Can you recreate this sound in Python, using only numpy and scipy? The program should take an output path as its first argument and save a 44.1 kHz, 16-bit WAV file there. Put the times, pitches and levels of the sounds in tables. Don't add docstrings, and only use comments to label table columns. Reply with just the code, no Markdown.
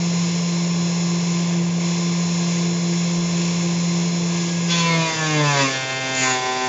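import sys
import numpy as np
from scipy import signal
from scipy.fft import rfft, irfft
from scipy.io import wavfile
from scipy.ndimage import uniform_filter1d

SR = 44100
rng = np.random.default_rng(int(sys.argv[2]) if len(sys.argv) > 2 else 0)


def waveform_to_disk(signal):
    frames = np.transpose(np.atleast_2d(signal))
    scaled = np.clip(frames, -1, 1) * 32767
    samples = np.round(scaled).astype(np.int16)
    wavfile.write(sys.argv[1], SR, samples)


def level_to_linear(level):
    exponent = np.asarray(level, float) / 20
    return 10 ** exponent


N = 294588
TIME = np.arange(N) / SR

# time_s, turn_rate_hz
HEAD_SPEED = [(0, 171.93), (2.4, 172.1), (4.15, 172.05), (4.52, 171.72), (4.7, 171.2), (4.78, 170.04),
              (4.94, 165.67), (5.22, 157.42), (5.3, 154.31), (5.4, 149.39), (5.64, 135.84), (5.69, 133.66),
              (5.74, 132.45), (5.84, 131.44), (6.12, 131.42), (6.21, 130.34), (6.365, 127.55),
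              (6.67, 128.31)]
IDLE_HZ, LOADED_HZ = 172, 128
MOTOR_PER_HEAD = 1.9777
MAINS_HZ = 120

# multiple, level_db
HEAD_ORDERS = [(3, -48), (4, -51.5), (6, -45), (20, -52)]
# pitch_hz, level_db
BED_ONCE = [(128, -36), (133.5, -35.5), (136, -26), (148, -19), (157.5, -25.5), (160.3, -38),
            (163.8, -19.5), (172, -20.5)]
# pitch_hz, level_db
BED_TWICE = [(256, -35), (265, -35.5), (272, -21.5), (282, -42), (299, -20.5), (313, -32), (340, -37),
             (344, -35.5)]
# centre_s, length_s, once_a_turn_db, twice_a_turn_db
POST_LEANS = [
    (.3, 0.76, 0, -4.5),
    (4.48, 0.11, -3, 1.5),
    (4.78, .04, -1.5, -2),
    (5.66, 0.034, 0, 3),
    (5.9, 0.097, -1, -16),
    (6.08, .05, -0.5, 5.5),
    (6.22, .04, 3, 3),
    (6.54, .1, -22, -4.5),
]

# multiple, level_db
MOTOR_ORDERS = [(12, -43), (15, -45.5), (16, -40), (17, -61.5), (19, -48.5), (20, -40), (21, -50)]
# pitch_hz, density_db_per_hz
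FAN_SPECTRUM = [(24, -76), (40, -52), (132, -19), (151, -13), (172, -8), (192, -17.5), (206, -29.5),
                (342, -26.5), (408, -23.5), (436, -24), (1010, -31), (1320, -33.5), (4540, -33.5),
                (6920, -29), (7900, -47.5), (10300, -95.5), (17400, -120)]
FAN_DB = -31
# pitch_hz, width_hz, level_db
DUCTS = [(68, 30, -3), (95, 14, 2.5), (149, 86, -3), (175, 45, -10.5), (249, 22, 5), (435, 28, 3.5),
         (1040, 260, 4), (1326, 170, -7.5), (1555, 180, -5), (1642, 24, 9), (1930, 180, -5),
         (2173, 460, 5.5), (2637, 380, 4), (3010, 100, -3.5), (3460, 280, 4.5), (3890, 150, -3),
         (4540, 180, -5), (5280, 130, -3), (6350, 210, 3.5), (6550, 220, -7), (7110, 690, 6)]
# idle_db, change_behind_a_passer_db, change_at_full_load_db
TREBLE, BASS, WHINE = (2.12, -3, -2.5), (1.54, 0, -6.5), (0.37, -7, -19)
WHINE_FADES_LOAD = .03, .4
PASSER_S, PASSER_NEAR_S, PASSER_LEAVE_S = 1.73, 0.27, 0.079
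# centre_s, length_s, hiss_db, whine_db
BRUSH_STRAINS = [
    (1.45, .08, -1, -1.5),
    (4.55, 0.19, -0.5, -3.5),
    (5.15, .12, 1.5, -2),
    (5.58, .13, 6.5, 0),
    (5.93, .2, -1.5, 0),
    (6.25, .09, 7, 0),
]
RIPPLE_IDLE_DB, RIPPLE_LOAD_DB = -59, 12

# start_s, level_db, length_s
WIND_PUFFS = [
    (3.2, -49, 0.11),
    (3.903, -60.5, 0.089),
    (4.21, -61, 0.11),
    (6.6, -63, 0.093),
]
# centre_s, length_s, level_db, pitch_hz
DISTANT_NOTES = [
    (2.9, 0.16, -50, 96.5),
    (3.45, .17, -45.5, 90),
    (3.75, .08, -52, 92),
    (4.4, .28, -51.5, 94),
    (4.5, .24, -43.5, 1655),
]

# time_s, depth_db, hardness_db
CUT = [
    (4.66, -44, 6),
    (4.71, -24, 9.5),
    (4.94, -25.5, -4.5),
    (5.1, -27.5, 1),
    (5.45, -25, -1.5),
    (5.7, -26.5, 0),
    (5.86, -29, -1),
    (6.15, -28.5, -1),
    (6.67, -28, -1.5),
]
USUAL_DEPTH_DB = -27
# centre_s, length_s, depth_db, hardness_db
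GRAIN = [
    (4.79, 0.051, 1.5, 1),
    (5.1, 0.045, 1, 2),
    (5.22, 0.049, -0.5, -2.5),
    (5.3, 0.058, -0.5, 3),
    (5.61, .07, 4, -1.5),
    (5.75, 0.026, 2, 1),
    (5.92, 0.1, 0, 1.5),
    (6.2, 0.036, 1, 2),
    (6.3, 0.071, 5, 2),
]
# time_s, stage
GRIP = [
    (4.9, 0),
    (5.1, 1),
    (5.66, 1),
    (5.76, 2),
    (6.2, 2),
    (6.32, 3),
]
# multiple, entering_db, gripped_db, past_knot_db
BITE_SHAPE = [(3, 0.5, -3.5, 0.5), (6, .5, -0.5, 0.5), (7, -2.5, 0, .5), (8, -2.5, -2.5, 0),
              (10, -2.5, -1, -2), (12, 1, 2.5, .5), (17, 0.5, 3, 0), (4, 1, 4.5, -5.5), (9, -2, -5.5, -4.5),
              (11, 0, 0, 3.5), (15, 10, -2.5, -1), (19, 3.5, 6, -2), (21, -7, -1, 2.5), (23, 0, 1.5, -9),
              (24, 10, 8.5, -6.5), (26, 10, -1.5, -3.5), (29, 1, -7, -1), (30, -1, -4, -9), (32, -7, 9, 5)]
# pitch_hz, width_hz, entering_db, deeper_db, gripped_db
POST_MODES = [(385, 28, -9, -4, -1), (424, 30, -7.5, -10, -2.5), (454, 17, -0.5, -2, -7),
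              (498.5, 25, -11, -22.5, -16.5), (558, 13, -9, -5, -0.5), (602.5, 26, -13, -3, -3.5),
              (650.3, 13, -3.5, -5.5, -12), (708, 25, -9, -7, -14), (769.3, 17, -4, -6, -3),
              (865, 20, -10.5, -5.5, -13.5), (897, 25, -14, -10, -12.5), (972.4, 17, 0, -3, -4),
              (1014.4, 26, -0.5, 0, -5.5), (1081, 7.7, -2, -2, -5), (1131, 9.3, -17, -5.5, -19.5),
              (1233, 65, -7, -15.5, -19.5), (1294, 20, -12, -16, -11)]
# pitch_hz, width_hz, entering_db, deeper_db, gripped_db
HOUSING_MODES = [(1423, 15, -15, -3, -9.5), (1453, 25, -12, -7.5, -4.5), (1558, 46, -4.5, -4, -2.5),
                 (1673, 49, -19, -3.5, -17), (1729, 16, -12, 1, -4.5), (1825, 60, -7.5, -7.5, -3.5),
                 (1918, 51, -14.5, -9.5, -8.5), (2099, 43, -9, -4.5, -2.5), (2155, 23, -2.5, -7, -4),
                 (2282, 67, -9.5, -8.5, -10.5), (2344, 27, -2.5, -6.5, -3.5), (2439, 24, -12.5, -1, -6),
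                 (2617, 23, -6.5, -5, -1.5), (2694, 32, -4, -5.5, -11.5), (2750, 61, -6.5, -19, -11.5),
                 (2936, 28, -6, -14, -9.5), (3030, 60, -8.5, -12, -15.5), (3130, 24, -20, -7.5, -16.5),
                 (3316, 50, -10, -18, -11), (3440, 71, 1.5, -6.5, -8.5), (3533, 51, -9, -10.5, -8.5),
                 (3680, 59, -25.5, -15, -14.5), (3903, 25, -12.5, -4, -7)]
# pitch_hz, width_hz, entering_db, deeper_db, gripped_db
EDGE_MODES = [(4246, 100, 1.5, -1.5, -5), (4294, 39, -2, -5, 6), (4520, 90, -10, 0.5, 0.5),
              (4680, 71, -4.5, -4.5, -7.5), (4935, 68, -5.5, 0, -5), (5110, 94, -3.5, -12.5, -15),
              (5590, 120, -7.5, -7.5, -6.5), (5700, 79, -6.5, -3.5, -3.5), (6290, 98, -2.5, -4.5, -11.5),
              (6400, 110, -9.5, -6, -8), (6950, 200, -1.5, 1, -3.5)]
# level_db, db_per_db_of_depth, db_per_db_of_hardness
POST_SHARE, HOUSING_SHARE = (0, 0.84, -1.07), (0, 1.14, 0.11)
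EDGE_SHARE, CHIPS_SHARE = (-7, 0.91, 0.69), (-17, 0.9, -0.31)
TORN = .05, .25, .55
# pitch_hz, width_hz, level_db
HOOD = [(440, 310, 4), (1060, 190, -1.5), (2290, 1100, -1), (3450, 500, 2), (4600, 750, 5), (6200, 460, -4),
        (6950, 180, -6)]
# centre_s, length_s, level_db, pitch_hz
KNOTS = [(6.19, 0.04, -27.5, 6860), (6.27, 0.091, -26, 6800), (6.24, .09, -31, 6200),
         (5.33, .05, -34, 2480), (5.48, .03, -32, 2650), (5.655, 0.043, -26, 1080),
         (6.21, 0.036, -35, 2650), (5.25, 0.045, -34, 1740), (6.25, .035, -34, 2080),
         (6.2, 0.035, -40, 4750), (5.38, 0.062, -35.5, 2150), (5.6, 0.064, -33, 2600),
         (5.42, 0.046, -32, 1760), (4.93, 0.071, -33, 2170), (6.217, 0.046, -40, 2100),
         (6.8, .04, -30, 1800), (6.285, 0.04, -23.5, 1026)]
KNOT_WIDTH = .1


def curves(table):
    s, *columns = np.transpose(table)
    return [np.interp(TIME, s, c) for c in columns]


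def bump(s, before, after):
    return np.exp(-((TIME - s) / np.where(TIME < s, before, after)) ** 2)


def swells(events):
    return sum(np.outer(dbs, bump(s, length, length)) for s, length, *dbs in events)


def unit(x):
    return x / np.sqrt(np.mean(x ** 2))


def resonate(x, hz, width):
    return signal.lfilter(*signal.iirpeak(hz, hz / width, SR), x)


def walk(rate):
    k = int(SR / rate)
    held = np.repeat(rng.standard_normal(N // k + 1), k)
    return 1.54 * uniform_filter1d(uniform_filter1d(held, k), k)[:N]


def tones(phase, orders, flutter_db):
    total = np.zeros(N)
    for k, db in orders:
        level = level_to_linear(db + flutter_db * walk(14))
        total += level * np.sqrt(2) * np.sin(k * phase + 2 * np.pi * rng.random())
    return total


def head(phase, hz):
    once_db, twice_db = swells(POST_LEANS)
    once_db = once_db + np.interp(hz, *np.transpose(BED_ONCE)) + 0.39 * walk(30)
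    twice_db = twice_db + np.interp(2 * hz, *np.transpose(BED_TWICE)) + 1.4 * walk(16)
    shake = level_to_linear(once_db) * np.sin(phase) + level_to_linear(twice_db) * np.sin(2 * phase + 2.23)
    return np.sqrt(2) * shake + tones(phase, HEAD_ORDERS, flutter_db=1.5)


def motor(phase, load):
    shade = np.minimum(1.1 * bump(PASSER_S, PASSER_NEAR_S, PASSER_LEAVE_S), 1)
    loads = load, load, np.interp(load, WHINE_FADES_LOAD, (0, 1))
    treble_db, bass_db, whine_db = (idle + shaded * shade + loaded * x
                                    for (idle, shaded, loaded), x in zip((TREBLE, BASS, WHINE), loads))
    treble_db, whine_db = swells(BRUSH_STRAINS) + [treble_db, whine_db]

    hz = np.maximum(np.fft.rfftfreq(N, 1 / SR), 1)
    fan_hz, fan_db = np.transpose(FAN_SPECTRUM)
    shape_db = np.interp(np.log(hz), np.log(fan_hz), fan_db)
    shape_db = shape_db + sum(db * np.exp(-(2 * (hz - f) / w) ** 2) for f, w, db in DUCTS)
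    roar = rfft(unit(irfft(rfft(rng.standard_normal(N)) * level_to_linear(shape_db), N)))

    treble_share = 1 / (1 + (1600 / hz) ** 4)
    mains = 2 * np.pi * MAINS_HZ * TIME
    treble = irfft(roar * treble_share, N) * (1 + .12 * np.cos(phase) + 0.046 * np.cos(mains))
    bass = irfft(roar * (1 - treble_share), N)
    treble = level_to_linear(FAN_DB + treble_db + 0.86 * walk(6)) * treble
    bass = level_to_linear(FAN_DB + bass_db + 0.2 * walk(8)) * bass

    whine = level_to_linear(whine_db) * tones(phase, MOTOR_ORDERS, flutter_db=0.66)
    shaft = level_to_linear(-42.5) * np.sin(phase + 3.2)
    ripple = level_to_linear(RIPPLE_IDLE_DB + RIPPLE_LOAD_DB * load ** 2) * np.sin(mains)
    return treble + bass + whine + shaft + ripple


def wind():
    rumble = unit(resonate(resonate(rng.standard_normal(N), 32., 40.), 32., 60.))
    gusts = sum(level_to_linear(db) * np.exp(-np.abs(TIME - s) / np.where(TIME < s, .03, length))
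                for s, db, length in WIND_PUFFS)
    return rumble * (gusts + level_to_linear(-69.5))


def drone():
    return sum(level_to_linear(db) * np.exp(-((TIME - s) / length) ** 4) * np.sin(2 * np.pi * hz * TIME)
               for s, length, db, hz in DISTANT_NOTES)


def ring(bites, modes, stage):
    body = sum(level_to_linear(np.interp(stage, range(3), dbs)) * resonate(bites, f, w) for f, w, *dbs in modes)
    limits_hz = 1.09 * modes[0][0], 0.98 * modes[-1][0]
    return unit(signal.sosfilt(signal.butter(3, limits_hz, "bandpass", fs=SR, output="sos"), body))


def knives(phase):
    start = int(CUT[0][0] * SR)
    turn, time = phase[start:], TIME[start:]
    stage = np.interp(time, *np.transpose(GRIP))
    shape = {k: level_to_linear(np.interp(stage, range(4), (first, 0, *later))) for k, first, *later in BITE_SHAPE}

    loose = np.interp(stage, (1, 2), (1, .4))
    steps = np.linspace(time[0], time[-1], 70)
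    bites = np.zeros(N - start)
    for k in range(3, 62):
        flicker = np.interp(time, steps, rng.standard_normal(70))
        wander = 1 + (.08 + .014 * k) * loose * flicker
        stagger = 2 * np.pi * rng.random()
        bites += shape.get(k, 1) * wander * np.cos(k * turn + stagger)
    bites = unit(bites) * level_to_linear(0.74 * walk(120)[start:])

    depth_db, hard_db = (curves(CUT) + swells(GRAIN))[:, start:]
    shares = POST_SHARE, HOUSING_SHARE, EDGE_SHARE, CHIPS_SHARE
    *ring_dbs, chips_db = (USUAL_DEPTH_DB + db + a * (depth_db - USUAL_DEPTH_DB) + b * hard_db
                           for db, a, b in shares)

    chips = rng.standard_normal(N - start) * (1 + 0.23 * np.cos(turn))
    out = level_to_linear(chips_db) * sum(level_to_linear(db) * unit(resonate(chips, f, w)) for f, w, db in HOOD)
    for modes, ring_db, torn in zip((POST_MODES, HOUSING_MODES, EDGE_MODES), ring_dbs, TORN):
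        out = out + level_to_linear(ring_db) * ring(bites + torn * loose * chips, modes, stage)

    for s, length, db, f in KNOTS:
        w = KNOT_WIDTH * f
        scrape = level_to_linear(1.5 * walk(60)[start:]) * bites + f / 5000 * chips
        squeal = unit(resonate(resonate(scrape, f, w), f, w))
        out = out + level_to_linear(db) * np.exp(-((time - s) / length) ** 2) * squeal
    fade_in = np.minimum(np.arange(N - start) / 900, 1)
    return np.concatenate([np.zeros(start), out * fade_in])


def scene():
    head_hz, = curves(HEAD_SPEED)
    phase = 2 * np.pi * np.cumsum(head_hz) / SR
    load = np.clip((IDLE_HZ - head_hz) / (IDLE_HZ - LOADED_HZ), 0, 1)
    machine = head(phase, head_hz) + motor(MOTOR_PER_HEAD * phase, load) + knives(phase)
    mono = machine + wind() + drone()
    return np.array([mono, mono])


def roll_off(x):
    return signal.sosfilt(signal.butter(12, 8550, fs=SR, output="sos"), x)


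def record(dry):
    rounded = np.tanh(1.302 * dry) / 1.294
    soft = signal.sosfilt(signal.butter(12, 7300, fs=SR, output="sos"), rounded)
    top = signal.ellip(12, .3, 80, 7830, fs=SR, output="sos")
    return roll_off(signal.sosfilt(top, soft))


dry = scene()
out = record(dry)
waveform_to_disk(out)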